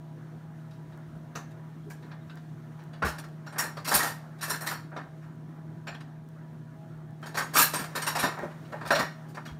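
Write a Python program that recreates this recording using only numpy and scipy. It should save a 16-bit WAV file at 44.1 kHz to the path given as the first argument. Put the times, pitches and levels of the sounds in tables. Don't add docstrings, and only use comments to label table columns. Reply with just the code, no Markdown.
import sys
import numpy as np
from scipy import signal
from scipy.fft import rfft, irfft
from scipy.io import wavfile
from scipy.ndimage import uniform_filter1d, map_coordinates

SR = 44100
rng = np.random.default_rng(int(sys.argv[2]) if len(sys.argv) > 2 else 0)


def invert_db(x):
    u = np.asarray(x, float) / 20
    return 10 ** u


def wav_out(sig):
    wavfile.write(sys.argv[1], SR, np.round(np.clip(np.atleast_2d(sig).T, -1, 1) * 32767).astype(np.int16))


N = 422919
SPAN = 16384

# [t/s, peak level/dB, worktop knock/dB, treble/dB]
SNAPS = [(.922, -51, -1, -33), (4.455, -43, -4, -12), (4.555, -35.5, 0.5, -10), (4.77, -55, -7, -12),
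         (1.5075, -50, -16, -12), (2.1131, -42, 0, -39), (2.2955, -37.5, -7, -34),
         (2.3684, -46.5, -0.5, -21), (3.084, -32, -3.5, -8), (3.182, -32.5, -4.5, -10),
         (3.2376, -40, 3.5, -17), (4.988, -54, 5, -17), (5.943, -41, 1, -21), (6.0044, -40, -2.5, -22),
         (7.4075, -28.5, 4.5, -29), (7.616, -16.5, -19, -1.5), (7.6494, -26, -12, -10.5),
         (7.839, -31, -4, -13), (8.37, -52, 18, -31), (8.8733, -30, -8, -12.5), (9.371, -48, 17.5, -26),
         (9.4894, -53.5, 15, -38)]
TOUCHES = [(.7063, -51.5, -7, -18), (1.8983, -43.5, -3.5, -6.5), (2.0238, -49, -2, -25),
           (2.7894, -51, 3, -24), (2.9314, -44, -2, -32), (3.4623, -41, 0, -19), (3.767, -36.5, -1, -19),
           (4.385, -49, -2, -15), (4.917, -67, 25.5, -26), (4.962, -39, 8.5, -28), (5.868, -34.5, 0, -26),
           (7.225, -43.5, 3.5, -15), (7.257, -38.5, 0.5, -10), (8.2594, -43, -7, -16),
           (8.386, -45, 12.5, -19), (8.419, -56, 22, -28), (8.617, -55.5, -8, -18),
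           (8.6467, -45.5, -19, -41), (8.72, -45, 10, -17), (8.808, -38, 4, -24), (9.039, -46, -7, -28),
           (9.285, -53.5, -10, -4.5), (9.345, -38, -5, -18.5), (9.452, -36.5, -6, -17)]
BLOWS = [(3.5805, -20.5, -1, -2), (3.8446, -26.5, -5.5, -10.5), (3.9383, -13, -7, -2),
         (3.9875, -23, 1, -5.5), (4.408, -29.5, -6, -12), (4.424, -26, -5, -7), (4.4956, -24, -1.5, -4),
         (4.6617, -24.5, -2.5, -5.5), (4.7057, -31, 3, -14), (7.3693, -20.5, -1.5, -9.5),
         (7.562, -10.5, -5.5, -7), (7.5899, -10.5, -7, -5), (7.959, -35, -2, -16),
         (8.0147, -26.5, -3.5, -8), (8.064, -18, -3.5, -13), (8.149, -21, -3, -12.5),
         (8.947, -19, -3.5, -21)]
RATTLES = [(3.045, -25.5, 0, -11), (3.52, -45, 4.5, -15), (3.5564, -44, 10, -22), (3.6244, -37.5, 6, -27),
           (3.8723, -23, -2.5, -4), (3.911, -21, 2, -7), (4.0262, -26.5, 1.5, -3.5), (4.0644, -31, -4, -5),
           (4.476, -35, -0.5, -1), (4.6047, -39, 4.5, 2), (5.219, -57.5, 9, -13.5), (7.3425, -28, -1, -16),
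           (7.534, -29, 0, -3), (7.548, -19, -4, -4), (7.7325, -22.5, -3, -7.5), (7.786, -30.5, -2, -7),
           (7.9494, -25.5, 0, -10), (8.184, -19.5, -5, -12.5), (8.2258, -21, 2, -16.5),
           (8.8494, -36, 4, -16), (8.493, -49.5, 5.5, -42), (8.755, -58, 16, -26)]
SLAMS = [
    (1.3525, -36.5, 2, -13),
    (3.021, -31, 8.6, -24),
    (8.9045, -19.5, 3.8, -19),
    (8.99, -23.5, 2.2, -16),
]

# [chatter length/s, rise/s, deep knock over knock/dB]
SNAP_HABITS = (0.028, .0018, -6)
TOUCH_HABITS = (0.055, 0.0023, -1.7)
BLOW_HABITS = (0.059, 0.0056, -9.5)
RATTLE_HABITS = (0.071, 0.0062, -4.5)
SLAM_HABITS = (.055, 0.00086, -5.5)

# [f/Hz, width/Hz, level/dB]
BLADES = [(2660, 37, -2.5), (2960, 16, -1.5), (3826, 64, -3), (4250, 29, 4), (4660, 240, 2.5),
          (5640, 110, 11), (6580, 65, -1), (7200, 60, 9.5), (8590, 55, 3), (9370, 100, 14.5),
          (10000, 66, -1), (11140, 130, 12.5), (11880, 160, 7), (12720, 110, 10.5), (13300, 26.6, 0),
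          (13600, 110, 11.5), (14700, 120, 3), (15100, 33, 1), (15500, 15, -16.5)]
# [f/Hz, width/Hz, level/dB]
WORKTOP = [(607, 37, -3.5), (780, 8.2, 1.5), (875, 54, -3.5), (937, 35, 9), (1200, 140, 1), (1210, 310, 7),
           (1376, 20, -0.5), (1523, 23, 0.5), (1684, 300, 9), (1736, 20, 3), (1850, 140, 6),
           (2123, 28, 1.5), (2540, 80, -5)]
# [f/Hz, level per Hz/dB]
KNOCK = [(120, -42), (200, -0.5), (462, 1), (609, 3), (812, 5.5), (1860, 0), (2690, -8.5), (3500, -25),
         (4550, -52), (7700, -120)]
# [f/Hz, level per Hz/dB]
SCRAPE = [(1200, -15.5), (2500, -1), (5000, -2), (8000, 3), (12000, 2.5), (16000, -5.5)]
# [f/Hz, t60/s]
ROOM_T60 = [(150, 0.16), (1000, 0.34), (4000, 0.36), (14000, 0.24)]

# [f/Hz, level/dB, t60/s]
PARING = [(9270, 0, .09), (10000, -7, .08), (11420, -1, .09), (12740, -4, .11), (13730, -5, .085),
          (14740, -15, .1)]
CARVING = [(4180, -2, 0.13), (5560, 0, .1), (7260, -2, .09)]
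BUTTER = [(6680, -3.5, 0.083), (8580, 1, 0.09)]
# [t/s, peak level/dB, slope towards upper modes/dB per octave]
PARING_STRIKES = [(3.19, -64, 5), (3.471, -70, 0.5), (3.945, -22.5, 9), (4.422, -46.5, -30),
                  (4.498, -37, -10), (4.619, -52, 0.5), (4.71, -42.5, -6.5), (5.872, -69, 11),
                  (7.266, -62, 2), (7.39, -56, 5), (7.58, -21, 18), (7.618, -21.5, 21), (7.963, -46, -1),
                  (8.072, -38, -12), (8.194, -36, -8), (8.232, -41.5, 0.5), (8.33, -66, 0.5),
                  (8.917, -42.5, 11.5)]
CARVING_STRIKES = [(3.468, -56.5, 5), (3.637, -53, -14), (4.502, -35, 5), (4.607, -52, -10),
                   (4.967, -66, -8), (5.877, -49, -6), (7.601, -38.5, 22), (7.626, -37, -14),
                   (7.654, -46, 21), (8.25, -48, 6), (3.95, -37, -14.5)]
BUTTER_STRIKES = [
    (2.929, -71, -15),
    (3.52, -63, 15),
    (7.266, -56, -37.5),
    (7.419, -46, -32),
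    (7.586, -27.5, 16),
    (7.627, -34, -23.5),
    (7.754, -39, 22),
    (8.019, -38, 3),
]
# [t/s, f/Hz, peak level/dB, t60/s]
NOTES = [(.71, 3850, -68, .1), (.928, 3850, -63, .05), (1.72, 1780, -58, .05), (1.83, 3250, -65, .05),
         (1.907, 1670, -47, .09), (2.21, 3750, -63, .07), (2.314, 1535, -47, .07), (3.588, 5580, -29, .085),
         (3.95, 15080, -37, .08), (3.955, 9400, -32, .12), (3.96, 11830, -35, .07), (3.96, 7260, -35, .15),
         (4.004, 1840, -27, .08), (4.062, 1840, -36, .17), (4.503, 970, -34, .08), (4.675, 7250, -43, .15),
         (4.74, 5560, -48, .1), (4.745, 4390, -48, .1), (5.88, 2540, -48, .05), (5.919, 1840, -48, .1),
         (7.232, 3120, -50, .08), (7.585, 7200, -31, .1), (7.589, 970, -19, .04), (7.595, 15080, -30, .13),
         (7.6, 10630, -37, .1), (7.65, 2680, -38, .06), (7.736, 965, -29, .088), (7.977, 1794, -37, .09),
         (8.02, 4830, -44, .06), (8.075, 5550, -38, .1), (8.23, 3900, -42, .12), (8.235, 4830, -39, .1),
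         (8.24, 5580, -42, .17), (8.743, 860, -41, .12), (8.915, 5590, -37, .19), (8.92, 4230, -39, .25),
         (8.92, 7250, -46, .1), (8.995, 5590, -43, .2), (9.04, 1850, -37, .1), (9.476, 3260, -49, .075)]
# [t/s, f/Hz, width/Hz, peak level/dB, length/s]
CLANKS = [(1.354, 1260, 200, -36.5, 0.028), (1.356, 6200, 900, -43.5, 0.046),
          (1.356, 2600, 600, -49.5, .045), (1.862, 380, 120, -44, .05), (1.904, 2300, 500, -51.5, .025),
          (3.916, 800, 250, -30.5, .08), (4.029, 810, 250, -35, .08), (7.564, 2280, 400, -32, .06),
          (3.023, 1450, 250, -23.5, 0.029), (3.471, 1450, 200, -42.5, 0.035),
          (3.59, 1770, 300, -30.5, 0.064), (3.772, 1200, 250, -37, 0.033), (3.93, 4900, 1400, -32.5, .025),
          (4.425, 1730, 300, -33, 0.058), (4.535, 1610, 400, -32.5, .04), (4.64, 1500, 500, -36.5, .03),
          (4.668, 4100, 400, -37.5, .04), (4.67, 1900, 300, -34, 0.053), (4.71, 1400, 300, -37, .04),
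          (5.872, 2480, 503, -41, 0.051), (5.872, 680, 100, -41, 0.047), (5.948, 3300, 500, -50.5, 0.027),
          (7.41, 1060, 200, -28.5, 0.028), (7.553, 1240, 250, -24, 0.053), (7.585, 1220, 150, -23, .06),
          (7.62, 1660, 150, -26, 0.05), (8.068, 2620, 500, -35, 0.028), (8.07, 945, 150, -34, .05),
          (8.157, 780, 200, -28, 0.038), (8.232, 1240, 400, -33, 0.048), (8.372, 850, 300, -37, .04),
          (8.42, 600, 200, -33.5, 0.055), (8.724, 586, 200, -39, 0.07), (8.906, 1430, 250, -24, .04),
          (8.908, 588, 110, -27, 0.089), (8.95, 654, 150, -29.5, 0.066), (8.993, 1850, 200, -29, 0.076),
          (9.373, 1480, 500, -47, .03), (9.458, 1500, 600, -41.5, .03), (8.995, 13500, 2500, -43, .05)]
# [t/s, peak level/dB, floor boom/dB]
THUDS = [(1.06, -62, 9), (1.148, -59, 8), (1.9, -64, 13), (9.5, -53.5, 9), (1.351, -33, -40),
         (3.023, -23, -8.5), (3.058, -29.5, -8), (3.938, -23.5, -21), (4.501, -28, -24), (7.588, -22, -29),
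         (8.228, -19.5, -47), (8.426, -25.5, -50), (8.848, -40, -7), (8.906, -37, -32), (8.986, -23, -25)]

# [f/Hz, rms level/dB]
HUM = [(118.4, -58.5), (155.3, -45.5), (233, -60.5), (342, -69), (646, -67), (705, -73), (823, -73),
       (975, -73.5)]
# [f/Hz, level per Hz/dB]
AIR = [(20, -53), (45, -23.5), (75, -23.5), (100, -16), (125, -8), (175, -6.5), (205, -14.5), (240, -12),
       (340, -13.5), (420, -22), (650, -23.5), (1750, -27.5), (2640, -44.5), (16300, -58.5)]
# [t/s, level/dB]
STIR = [
    (0, 0.5),
    (4.73, 2),
    (5.05, -0.3),
    (7.18, -0.5),
    (7.58, 11),
    (9.59, 0.8),
]
CALM_DB = (-66.5, -51, -60.5, -71.5)
FOLLOWS = (.2, 0.24, 0.91, 1.1)
# [f/Hz, width/Hz, level/dB]
PORT = [(4900, 370, -3.5), (7700, 510, -2.5), (10570, 820, -2.5)]
# [t/s, peak level/dB]
TICKS = [(0.0453, -52), (0.9759, -40), (1.4252, -68), (1.6674, -56), (2.1495, -52), (2.357, -36),
         (2.8389, -40), (3.288, -40), (4.9087, -48), (5.3567, -48), (5.8404, -56.5), (6.289, -39),
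         (6.771, -56), (6.977, -50), (7.1089, -44), (7.2199, -41), (8.3919, -29), (8.8414, -53),
         (9.5302, -47.5)]


def unit(x):
    return x / np.sqrt(np.mean(x ** 2) + 1e-20)


def even(response):
    return response / np.sqrt(np.mean(np.abs(response) ** 2))


def along(points, hz):
    f, value = np.transpose(points)
    return np.interp(np.log(hz + 1), np.log(f + 1), value)


def wobble(rate):
    knots = rng.standard_normal(int(N * rate / SR) + 4)
    return map_coordinates(knots, [np.arange(N) * rate / SR])


def add(track, s, sound):
    track[round(s * SR):][:len(sound)] += sound


def modes(table, hz, narrow, scatter_db):
    centre, width, db = np.transpose(table)[:, :, None]
    rank = np.argsort(np.argsort(centre, axis=0), axis=0)
    gain = invert_db(db + scatter_db * rng.standard_normal(centre.shape)) * (-1.) ** rank
    width = np.abs(width * narrow) + 1
    resonance = 1j * hz * np.sqrt(width) / (centre * centre - hz * hz + 1j * hz * width)
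    return np.sum(gain * resonance, axis=0)


def chatter(length, rise, lump_db=2.5):
    t = np.arange(SPAN) / SR
    lumps = np.repeat(rng.standard_normal(SPAN // 64), 64)
    swell = 1 - np.exp(-t / np.clip(rise, .0003, .04))
    shape = swell * invert_db(-20 * t / np.clip(length, .003, .15) + lump_db * lumps)
    return shape * rng.standard_normal(SPAN) * (t < .3)


def room_tail(hz):
    f, t, z = signal.stft(rng.standard_normal(SPAN - 4096), SR, nperseg=256)
    decay = invert_db(-60 * t / along(ROOM_T60, f)[:, None])
    tail = signal.istft(z * decay, SR, nperseg=256)[1]
    return rfft(tail / np.linalg.norm(tail), 2 * SPAN) * np.exp(-2j * np.pi * hz * .006)


def contacts():
    kinds = [(SNAPS, SNAP_HABITS), (TOUCHES, TOUCH_HABITS), (BLOWS, BLOW_HABITS),
             (RATTLES, RATTLE_HABITS), (SLAMS, SLAM_HABITS)]
    return sorted((*row, *habits) for rows, habits in kinds for row in rows)


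def steel_response(hz, treble_db):
    tilt = invert_db(along([(4000, 0.014), (11000, treble_db)], hz))
    scrape = even(invert_db(along(SCRAPE, hz)))
    held = np.array(BLADES) * [1 + 0.0031 * rng.standard_normal(), 1, 1]
    blades = even(modes(held, hz, narrow=1.2, scatter_db=2))
    others = rng.uniform([1950, 30, -8], [9000, 100, 0], (30, 3))
    pile = even(modes(others, hz, narrow=1, scatter_db=1.5))
    return tilt * (invert_db(-4.0) * scrape + invert_db(-2) * blades + invert_db(-10) * pile)


def wood_response(hz, knock_db, deep_db):
    soft = 1 / (1 + 1j * hz / 3000) ** 3 * (1j * hz / (200 + 1j * hz)) ** 2
    top = even(soft * modes(WORKTOP, hz, narrow=1.2, scatter_db=1.5))
    wood = top + 1.2 * even(invert_db(along(KNOCK, hz)))
    weight = invert_db(along([(750, knock_db + deep_db + 4.5), (1050, knock_db)], hz))
    return invert_db(-4.5) * weight * wood


def knives():
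    out, hz = np.zeros(N + 2 * SPAN), np.fft.rfftfreq(2 * SPAN, 1 / SR)
    for s, db, knock_db, treble_db, length, rise, deep_db in contacts():
        steel = rfft(chatter(length, rise), 2 * SPAN) * steel_response(hz, treble_db)
        push = chatter(1.2 * length, 1.1 * rise, lump_db=2.8)
        knock = rfft(push, 2 * SPAN) * wood_response(hz, knock_db, deep_db)
        room = 1 + invert_db(-9.0) * room_tail(hz)
        add(out, s, invert_db(db - 2.0) * irfft((steel + knock) * room))
    return out[:N]


def singing():
    struck = []
    for knife, strikes in [(PARING, PARING_STRIKES), (CARVING, CARVING_STRIKES), (BUTTER, BUTTER_STRIKES)]:
        middle_hz = np.mean([hz for hz, _, _ in knife])
        for s, db, slope in strikes:
            for hz, mode_db, t60 in knife:
                detune = 1 + .003 * rng.standard_normal() * (hz > 9000)
                uneven_db = 2 * rng.standard_normal()
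                level_db = db + mode_db + slope * np.log2(hz / middle_hz) + uneven_db
                struck.append((s, hz * detune, level_db, t60))
    return struck + list(NOTES)


def rings():
    out, t = np.zeros(N + 2 * SPAN), np.arange(SPAN) / SR
    for s, ring_hz, db, t60 in singing():
        level, phase = (map_coordinates(rng.standard_normal(60), [t * 120]) for _ in range(2))
        fade_db = -60 * (t / np.clip(1.3 * t60, .03, .25)) ** 1.15
        envelope = invert_db(db + 1.5 + fade_db + 2.5 * level) * (1 - np.exp(-t / .003))
        add(out, s, envelope * np.sin(2 * np.pi * ring_hz * t + 1.3 * phase))
    tail = irfft(room_tail(np.fft.rfftfreq(2 * SPAN, 1 / SR)))
    return out[:N] + invert_db(-10.5) * signal.fftconvolve(out, tail)[:N]


def clanks():
    out, hz = np.zeros(N + 2 * SPAN), np.fft.rfftfreq(2 * SPAN, 1 / SR)
    for s, clank_hz, width, db, length in CLANKS:
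        body = (1j * hz * width / (clank_hz ** 2 - hz * hz + 1j * hz * width)) ** 2
        rattle = rfft(chatter(length, rise=0.0013), 2 * SPAN)
        room = 1 + invert_db(-9.5) * room_tail(hz)
        add(out, s, invert_db(db) * irfft(rattle * even(body) * room))
    return out[:N]


def thuds():
    out, hz = np.zeros(N + 2 * SPAN), np.fft.rfftfreq(SPAN, 1 / SR)
    panels = [(170, 40, 0), (260, 50, -2), (340, 60, -2), (450, 60, -4)]  # f/Hz, width/Hz, level/dB
    for s, db, boom_db in THUDS:
        cabinet = even(modes(panels, hz, narrow=1, scatter_db=2.5))
        floor = even(modes([(72, 18, 0)], hz, narrow=1, scatter_db=0) * 1j * hz / (45 + 1j * hz))
        push = rfft(chatter(0.046, rise=0.012))
        add(out, s, invert_db(db - 2.5) * irfft(push * (cabinet + invert_db(boom_db + 9) * floor)))
    return out[:N]


def fridge():
    t, out = np.arange(N) / SR, np.zeros(N)
    top_db = max(db for _, db in HUM)
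    for hz, db in HUM:
        flutter_db = (-0.25 + 0.16 * (top_db - db)) * wobble(9.7)
        drift = (.8 + hz / 700) * wobble(3.7)
        out += invert_db(db + 4 + flutter_db) * np.sin(2 * np.pi * hz * t + drift)
    return out


def patchy(depth_db):
    z = signal.stft(rng.standard_normal(N + 8192), nperseg=512)[2]
    field = uniform_filter1d(rng.standard_normal(z.shape), 4, axis=0)
    field = uniform_filter1d(field, 7, axis=1)
    return signal.istft(z * invert_db(depth_db * unit(field)), nperseg=512)[1][:N + 8192]


def air():
    s, stir_db = np.transpose(STIR)
    movement_db = np.interp(np.arange(N) / SR, s, stir_db)
    hz, out = np.fft.rfftfreq(N + 8192, 1 / SR), np.zeros(N)
    port_db = sum(db * np.exp(-((hz - c) / w) ** 2) for c, w, db in PORT)
    regions = [[(90, 1), (110, 0)],  # f/Hz, share of power
               [(90, 0), (110, 1), (400, 1), (600, 0)],
               [(400, 0), (600, 1), (2200, 1), (3000, 0)],
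               [(2200, 0), (3000, 1)]]
    gusts_db, patches_db = (2.5, 1.5, 1.2, .6), (2, 2, 2, .9)
    for region, db, share, gust_db, patch_db in zip(regions, CALM_DB, FOLLOWS, gusts_db, patches_db):
        colour = invert_db(along(AIR, hz) + port_db) * np.sqrt(along(region, hz))
        noise = irfft(rfft(patchy(patch_db)) * colour, N + 8192)[:N]
        out += invert_db(db + share * movement_db + gust_db * wobble(12)) * unit(noise)
    return out


def scene():
    return (knives() + rings() + clanks() + thuds() + fridge() + air())[None]


def top_cut(x):
    return signal.sosfilt(signal.butter(12, 16480, fs=SR, output="sos"), x)


def record(dry):
    x = dry / (1 + np.abs(dry / .6) ** 4) ** (1 / 4)
    edge = np.clip((15850 - np.fft.rfftfreq(N, 1 / SR)) / 250, 0, 1)
    x = irfft(rfft(x) * edge ** 2, N)
    s, db = np.transpose(TICKS)
    ticks = np.bincount((s * SR).astype(int), invert_db(db - 1), N)
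    mix = x + ticks - uniform_filter1d(ticks, size=9)
    return top_cut(mix)


dry = scene()
out = record(dry)
wav_out(out)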